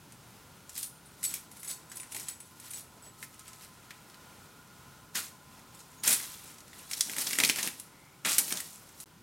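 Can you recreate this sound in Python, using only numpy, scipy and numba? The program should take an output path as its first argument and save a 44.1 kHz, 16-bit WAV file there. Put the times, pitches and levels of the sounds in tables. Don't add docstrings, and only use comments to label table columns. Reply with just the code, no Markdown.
import sys
import numpy as np
from scipy import signal
from scipy.fft import rfft, irfft, next_fast_len
from scipy.io import wavfile
from scipy.ndimage import uniform_filter1d
from numba import njit

SR = 44100
rng = np.random.default_rng(int(sys.argv[2]) if len(sys.argv) > 2 else 0)


def dump(signal):
    limited = np.clip(np.atleast_2d(signal).T, -1, 1)
    pcm = np.round(limited * 32767).astype(np.int16)
    wavfile.write(sys.argv[1], SR, pcm)


def makeup_ratio(level_db):
    decades = np.asarray(level_db, float) / 20
    return 10 ** decades


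N = 406602
MUTE_FROM_S, MUTE_TO_S = 9.0412, 9.0585

# full from in seconds, hold in seconds, crisp leaves in
# dB, hollow stems minus leaves in dB, ground thud minus leaves in dB.
SLOW_PRESSES = [(.78, .07, -39, -14, -33), (1.25, .02, -39.5, -16, -18), (1.3, 0.018, -40, -9, -14),
                (1.36, 0.0033, -36, -8, -15), (1.56, 0.011, -49, -9, -13), (1.70, 0.015, -36, -13, -22),
                (1.97, .01, -44.5, -18, -9), (2.16, 0.076, -41, -11, -11.5), (2.29, .01, -40, -6, -28),
                (2.42, 0.24, -57.5, -7, -19), (2.65, 0.028, -43, -3.5, -20), (2.75, 0.041, -41, -8, -15),
                (3.05, 0.018, -51, -3, -4), (3.23, 0.014, -42.5, -25, -18), (3.33, 0.23, -51.5, -2, -18),
                (3.63, .02, -46.5, -3, -23), (3.75, .3, -64.5, 5, -5), (5.25, 0.033, -44, -8, -22),
                (5.55, 0.039, -51.5, 0, -6), (5.75, 0.093, -55, -12, -10), (5.9, 0.17, -60, -12, -7),
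                (6.5, 0.024, -48, -2, -13), (6.75, 0.22, -49, -4.5, -23), (9.01, .03, -45, -28, -26)]
FOOT_PRESSES = [(5.155, 0.018, -26.5, -3.5, -20), (6.04, 0.016, -26.5, -1.5, -18),
                (6.07, 0.055, -21, -7.5, -18.5), (6.9, 0.035, -40.5, -16, -12.5),
                (6.97, 0.073, -36.5, -18, -31), (7.06, 0.13, -35.5, -9, -11.5), (7.18, .05, -30, -13, -17),
                (7.27, 0.1, -31.5, -11, -19), (7.39, 0.048, -28.5, -20, -9.5), (7.45, .03, -28.5, -18, -25),
                (7.5, 0.0089, -28.5, -17, -9.5), (7.565, 0.037, -31.5, -3.5, -13),
                (7.63, 0.035, -30, -5, -12), (7.72, 0.099, -48.5, -18, -12),
                (8.258, 0.028, -25.5, 1.7, -7.5), (8.29, 0.04, -23.5, -11, -32),
                (8.385, 0.016, -32.5, -16, -9.5), (8.44, 0.079, -34, -20, -18),
                (8.52, 0.076, -36, -5.5, -10)]
SETTLING_PRESSES = [
    (6.2, 0.031, -36, -5.5, -33),
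    (8.63, .01, -42.5, -25, -22),
]
# start in seconds, peak in dB,
# crisp ring in Hz, hollow part minus peak in dB.
SHEATH_SNAPS = [(.6933, -30, 7260, -28), (.7257, -49, 10100, -25), (.7528, -29.5, 7490, -31),
                (.7623, -28, 4750, -32), (.7768, -19.5, 11500, -36), (.8292, -18.5, 9350, -45),
                (1.2298, -20.5, 9130, -24), (1.2389, -17.5, 9300, -24), (1.2491, -15, 8000, -34),
                (1.3394, -17.5, 11200, -22), (1.514, -34, 10900, -21), (1.6302, -27.5, 9510, -22),
                (1.6454, -31, 10400, -13), (1.6751, -34, 7920, -16), (1.7085, -32, 7930, -31),
                (1.916, -29.5, 7660, -11), (1.9699, -26.5, 10400, -35), (1.9984, -30, 9300, -12.5),
                (2.0313, -34.5, 7910, -6), (2.12, -26, 9370, -17), (2.146, -22.5, 9320, -18),
                (2.164, -24.5, 9350, -12), (2.1964, -25.5, 9050, -28), (2.284, -22.5, 7900, -25),
                (2.4026, -34, 9000, -19), (2.5986, -32, 9400, -27), (2.7087, -26.5, 9420, -28),
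                (2.7342, -28, 7940, -16)]
TWIG_SNAPS = [(.1213, -37, 8840, -22), (3.2267, -28.5, 8860, -3.5), (3.3932, -36, 6980, -18),
              (3.479, -33, 8100, -12), (3.5316, -36, 6510, -15), (3.6095, -40.5, 3660, -18),
              (3.9058, -37, 5520, 2.3), (4.0986, -43, 5350, -17), (4.143, -42, 4150, -8),
              (5.7468, -37.5, 7530, -22), (5.7907, -37.5, 6600, -21), (1.5683, -35, 9500, -25),
              (5.8032, -37, 6610, -22), (6.1994, -30, 9660, -3), (6.6044, -38, 6340, -16),
              (6.7306, -42, 3640, -2.5), (6.9119, -20, 8000, -13), (6.9324, -17, 5500, -24),
              (7.5853, -22, 8950, -2), (8.8894, -40, 6270, -20), (6.583, -37.5, 5900, -21),
              (6.6797, -40.5, 5000, -18)]
FROND_SNAPS = [(5.1521, -27, 6430, -2), (6.035, -17.5, 8300, -18.5), (6.0624, -21, 11400, -19),
               (6.0752, -5.5, 8800, -23), (6.1064, -10, 10600, -23), (6.127, -6.5, 9600, -25),
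               (8.2482, -19.5, 6470, 1), (8.3157, -21, 7790, -16), (8.3817, -2, 9500, -29),
               (8.4786, -23.5, 11560, -15), (8.506, -26, 6000, -3.5), (9.0006, -26.5, 9800, -41)]
STEM_SNAPS = [(7.008, -7, 5700, -54), (7.096, -28, 6900, -4), (7.134, -31, 7930, -2),
              (7.1647, -22, 9400, -7), (7.1826, -18.5, 8200, -11), (7.219, -20.5, 9150, -11),
              (7.268, -23.5, 4570, -7), (7.3083, -22, 6960, -10), (7.3309, -17.5, 7190, -5),
              (7.3533, -26, 7160, -4), (7.3864, -12.5, 7980, -7), (7.4008, -13, 6020, -1),
              (7.436, -9.5, 5320, -5), (7.448, -10, 4360, -16), (7.4905, -16, 5460, -11),
              (7.497, -10, 3500, -7), (7.5592, -21.5, 6870, -9), (7.6289, -15.5, 6300, -19),
              (7.6395, -34, 9650, -18), (7.6739, -19.5, 11800, -4), (7.798, -25, 10300, -40),
              (8.5235, -16.5, 6590, -12.5), (8.5715, -20.5, 6490, -20), (8.6025, -19.5, 9300, -22)]
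# frequency in Hz, level in dB per Hz.
LEAF_COLOUR = [(260, -46), (450, -27), (946, -19), (1050, -17), (1180, -3), (2140, -1), (5800, -1),
               (9330, 1.5), (12900, -1.5), (15700, -13)]
# frequency in Hz, level in dB per Hz.
THUD_COLOUR = [(35, -60), (60, -16), (142, -4), (258, 1), (414, -6.5), (910, -7), (1000, -3.5), (1300, -29),
               (2200, -120)]
# start in seconds, first piece in dB, second piece minus first in dB,
# small pieces minus first in dB.
ORNAMENT_TOUCHES = [(.7861, -37, 2, -7), (.8405, -37, -3, -5), (1.056, -52.5, .4, -7),
                    (1.2384, -30.5, -1, -7), (1.2501, -27.5, -12, -12), (1.3448, -50, -11, -5),
                    (1.5948, -52.5, 7, 1.5), (1.6444, -50, 3, 1.5), (1.6761, -33, -5, -13),
                    (1.711, -36.5, -5, -10), (1.8976, -49, -7, -14), (1.9555, -43, -1.5, -2),
                    (1.9994, -48, 8, -14), (2.1201, -49, 2.5, -6), (2.1594, -44, 2, -3),
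                    (2.2298, -41, -11, -17), (2.2837, -34.5, -10, -7.5), (2.4013, -51, 6.5, -8),
                    (2.4558, -51, -8, -9.5), (2.6549, -51, -5, -4), (2.7044, -45, 0, -8),
                    (2.7432, -37, -9.5, -14), (2.8035, -48, -2.5, -3), (3.023, -51, -13.5, -10),
                    (3.0609, -47, -17, -23)]
# piece number, frequency in Hz, level in dB, 60 dB decay in seconds.
ORNAMENT_MODES = [(0, 7895, -0.5, 0.12), (0, 7000, -20, 0.14), (0, 6490, -14, .12), (1, 9200, -3.5, 0.14),
                  (1, 9360, -4, 0.12), (2, 10480, 6.5, 0.081), (2, 11240, -11, .1), (3, 11760, -2, .12),
                  (3, 13200, -3, .12), (3, 14500, -15, .05), (1, 3616, -14.5, .12), (0, 4420, -17, .15)]
# start in seconds, end in seconds, first pitch in Hz,
# last pitch in Hz, level in dB.
FROND_WHISTLES = [
    (5.96, 6.035, 6500, 6950, -60),
    (7.817, 8.247, 2015, 2350, -67),
]
# frequency in Hz, level in dB per Hz.
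GROVE_COLOUR = [(15, -51), (25, -10), (142, 1.5), (663, -11.5), (1020, -7), (1110, -11), (1420, -7.5),
                (1620, -13), (9420, -19), (14900, -22), (16200, -24)]
# time in seconds, firing rate in Hz, level in dB.
ENGINE_COURSE = [
    (0, 23.17, -69),
    (1.2, 22.99, -68),
    (2.2, 24.95, -70),
    (3.4, 28.97, -68),
    (5.15, 33.8, -68),
    (5.85, 23.83, -72.5),
    (7.9, 23.43, -69.5),
    (9.2, 25.4, -71),
]
# centre in Hz, width in Hz, level in dB.
DRONE_BANDS = [(1026, 57, -2), (1424, 80, -1.5), (1294, 52, -5.5), (869, 230, -4.5)]
# time in seconds, level in dB.
DRONE_COURSE = [
    (0, -68),
    (3, -57.5),
    (7.6, -58.5),
    (9.2, -66),
]
# frequency in Hz, level in dB.
STEREO_WIDTH = [(40, -25), (110, -20), (300, -12), (1300, -18), (2200, -16.5), (3800, -22), (5600, -14),
                (9000, -15), (13000, -18)]


def litter_pressure(t):
    def layers(leaf_db, stem_db, thud_db):
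        return makeup_ratio(2 * np.array([[leaf_db], [leaf_db + stem_db], [leaf_db + thud_db]]))

    power = layers(-61.5, -3, 2) + 0 * t
    kinds = ((SLOW_PRESSES, 200, 400), (FOOT_PRESSES, 1960, 240), (SETTLING_PRESSES, 480, 55.6))
    for rows, rise, fall in kinds:
        for s, hold, *levels_db in rows:
            first = int(max(s - 60 / rise, 0) * SR)
            last = int((s + hold + 60 / fall) * SR)
            now = t[first:last]
            down_db = rise * np.maximum(s - now, 0) + fall * np.maximum(now - s - hold, 0)
            power[:, first:last] += layers(*levels_db) * makeup_ratio(-2 * down_db)
    return 10 * np.log10(power)


def crackle(leaf_db, stem_db, count=100000):
    at, pitch, size, sign = rng.random((count, 4)).T
    start = (at * N).astype(np.int64)
    hz = 450 * (16000 / 450) ** pitch
    stemmy = np.clip(np.log(5000 / hz) / np.log(5000 / 2200), 0, 1)
    table_hz, table_db = np.transpose(LEAF_COLOUR)
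    tone_db = np.interp(np.log(hz), np.log(table_hz), table_db) + 20 * np.log10(hz / 8000)
    octaves_up = np.maximum(np.log2(hz / 8000), 0)
    tone_db = tone_db - 0.4 * octaves_up * np.maximum(stem_db[start] + 9.0, 0)
    size_db = np.minimum(-3.0 * np.log(size), 14)
    flurry_db = 1.47 * walk(45)[start]
    db = leaf_db[start] + stemmy * (stem_db[start] + 3.0) + tone_db + size_db + flurry_db
    grains = rings(start, hz, 18.7 / hz, makeup_ratio(db - 5.5) * np.sign(sign - .5))
    return filtered(grains, 350, "high")


def snaps(rows, hollow_ring_hz, ring_s, knock_db, size=4096):
    out = np.zeros(N + size)
    t = np.arange(size) / SR
    hz = np.fft.rfftfreq(size, 1 / SR) + 1
    thin = shape(LEAF_COLOUR, size) * np.minimum(hz / 3500, 1) ** 0.73
    knock = makeup_ratio(knock_db + 8.5) * np.exp(-(np.log2(hz / 252) / 0.41) ** 2)
    for s, peak_db, crisp_hz, hollow_db in rows:
        noise = rng.standard_normal(size)
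        hollow_hz = hollow_ring_hz * np.exp(.06 * noise[0])
        t60 = ring_s * np.exp(.1 * noise[1])
        off = np.log(hz / crisp_hz)
        crisp = thin * (0.63 + np.exp(-(off / 0.58) ** 2) + 1.17 * np.exp(-(off / 0.045) ** 2))
        hollow = 1 / (1 + (np.log(hz / hollow_hz) / 0.2) ** 2) ** 0.76 + knock
        crisp_part = irfft(rfft(noise) * crisp)
        hollow_part = irfft(rfft(noise) * hollow)
        body = crisp_part / np.std(crisp_part)
        body = body + makeup_ratio(hollow_db + 4.5) * hollow_part / np.std(hollow_part)
        tail_s = np.clip(t60, .02, .15)
        crack = (0.064 / tail_s) ** 0.95 * np.exp(-t / 0.0012)
        fade = crack + 0.62 * makeup_ratio(-60 * t / tail_s)
        attack = np.minimum(t / (0.021 * tail_s), 1)
        at = int(s * SR)
        out[at:at + size] += makeup_ratio(peak_db - 9.0) * body * fade * attack
    return out[:N]


def thud(db):
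    lumps = rng.standard_normal(N) * makeup_ratio(2.0 * walk(30))
    return colour(lumps, THUD_COLOUR, -7.5) * makeup_ratio(db)


def jingle(count=3):
    s, first_db, second_db, small_db = np.array(ORNAMENT_TOUCHES).T
    piece, hz, mode_db, t60 = np.transpose(ORNAMENT_MODES)
    lean_db = (5.0 - 4.5 * (s - 1)) / 2
    piece_db = np.c_[0 * s, second_db, small_db - lean_db, small_db + lean_db]
    hit_db = first_db[:, None] + 0.94 * piece_db[:, piece.astype(int)] + mode_db - 3.0
    out = 0
    for k in range(count):
        late, detune, force, damping = rng.standard_normal((4, len(s), len(hz)))
        start = ((s[:, None] + (.0015 + 0.0081 * k) * abs(late)) * SR).astype(np.int64)
        ring_hz = hz * (1 + 0.0031 * detune)
        ring_s = t60 * makeup_ratio(2.0 * damping)
        gain = makeup_ratio(hit_db - 5.8 * k + 3.4 * force)
        out = out + rings(start.ravel(), ring_hz.ravel(), ring_s.ravel(), gain.ravel())
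    return out


def swish(t):
    t0, t1, hz0, hz1, db = np.transpose(FROND_WHISTLES)
    hz = np.interp(t, np.c_[t0, t1].ravel(), np.c_[hz0, hz1].ravel())
    swell = 0
    for a, b, gain in zip(t0, t1, makeup_ratio(db)):
        swell = swell + gain * np.sin(np.pi * np.clip((t - a) / (b - a), 0, 1))
    return narrow(hz, width_hz=350.0) * swell


def trunks(x, t60, db):
    t = np.arange(int(.35 * SR)) / SR
    cloud = rng.standard_normal(len(t)) * makeup_ratio(-60 * t / t60) * np.minimum(t / 0.00043, 1)
    return signal.fftconvolve(x, cloud * makeup_ratio(db) / np.sqrt(np.sum(cloud ** 2)))[:N]


def grove(t):
    air = colour(rng.standard_normal(N), GROVE_COLOUR, -57)
    rumble = filtered(air, 400, "low")
    hiss = air - rumble
    return (rumble + engine(t)) * makeup_ratio(0.6 * walk(1.97)) + hiss * makeup_ratio(1.0 * walk(4)) + drone(t)


def engine(t):
    s, hz, db = np.transpose(ENGINE_COURSE)
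    hz = np.interp(t, s, hz) * (1 + .003 * walk(5))
    phase = 2 * np.pi * np.cumsum(hz) / SR
    orders = 0
    for k in range(2, 9):
        exhaust_db = -11.5 * np.log2(k * hz / 130) ** 2
        orders = orders + makeup_ratio(2.2 * walk(3.5) + exhaust_db) * np.sin(k * phase + k * k)
    return makeup_ratio(np.interp(t, s, db)) * orders


def drone(t):
    bands = sum(makeup_ratio(db + 1.9 * walk(1.83)) * narrow(hz, width) for hz, width, db in DRONE_BANDS)
    return bands * makeup_ratio(np.interp(t, *np.transpose(DRONE_COURSE)) - 10.0)


def shape(points, size):
    hz, db = np.transpose(points)
    return makeup_ratio(np.interp(np.log(np.fft.rfftfreq(size, 1 / SR) + 1), np.log(hz), db))


def shaped(x, points):
    size = next_fast_len(len(x))
    return irfft(rfft(x, size) * shape(points, size), size)[:len(x)]


def colour(x, points, db):
    y = shaped(x, points)
    return y * makeup_ratio(db) / np.std(y)


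def filtered(x, hz, kind):
    return signal.sosfilt(signal.butter(2, hz, kind, fs=SR, output="sos"), x)


def walk(rate):
    k = int(SR / rate)
    held = np.repeat(rng.standard_normal(N // k + 1), k)
    return 1.6 * uniform_filter1d(uniform_filter1d(held, k), k)[:N]


def narrow(hz, width_hz):
    k = int(SR / width_hz)
    slow = uniform_filter1d(uniform_filter1d(rng.standard_normal((2, N)), k), k)
    carrier = np.exp(2j * np.pi * np.cumsum(hz + np.zeros(N)) / SR)
    y = ((slow[0] + 1j * slow[1]) * carrier).real
    return y / np.std(y)


@njit
def rings(start, hz, t60, gain):
    out = np.zeros(N)
    for k in range(len(start)):
        turn = np.exp(2j * np.pi * hz[k] / SR - np.log(1000) / (t60[k] * SR))
        z = gain[k] + 0j
        for i in range(start[k], min(N, start[k] + int(t60[k] * SR))):
            out[i] += z.imag
            z *= turn
    return out


def scene():
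    t = np.arange(N) / SR
    leaf_db, stem_db, thud_db = litter_pressure(t)
    broken = snaps(SHEATH_SNAPS, hollow_ring_hz=2050, ring_s=0.068, knock_db=-32)
    broken = broken + snaps(TWIG_SNAPS, hollow_ring_hz=2020, ring_s=0.062, knock_db=-17.5)
    broken = broken + snaps(FROND_SNAPS, hollow_ring_hz=2100, ring_s=0.08, knock_db=-14)
    broken = broken + snaps(STEM_SNAPS, hollow_ring_hz=2190, ring_s=0.049, knock_db=-10)
    near = crackle(leaf_db, stem_db - leaf_db) + filtered(broken, 130, "high")
    near = near + thud(thud_db) + jingle() + swish(t)
    near = near + trunks(near, t60=0.34, db=-8.5)
    near = near * (t < MUTE_FROM_S)
    far = grove(t)
    mid = near + far
    stray = 0.079 * mid + np.roll(far, SR // 20) + trunks(near, t60=0.061, db=-9.5)
    side = shaped(stray, STEREO_WIDTH)
    return mid + side * np.array([[1], [-1]])


def low_pass(x):
    return signal.sosfilt(signal.butter(12, 16640, fs=SR, output="sos"), x)


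def record(dry):
    t = np.arange(N) / SR
    cut = signal.sosfilt(signal.ellip(8, .2, 60, 15900, fs=SR, output="sos"), dry)
    cut = filtered(cut, 36, "high")
    mute = np.where((t > MUTE_FROM_S) & (t < MUTE_TO_S), makeup_ratio(-45), 1)
    return low_pass(cut * mute)


dry = scene()
out = record(dry)
dump(out)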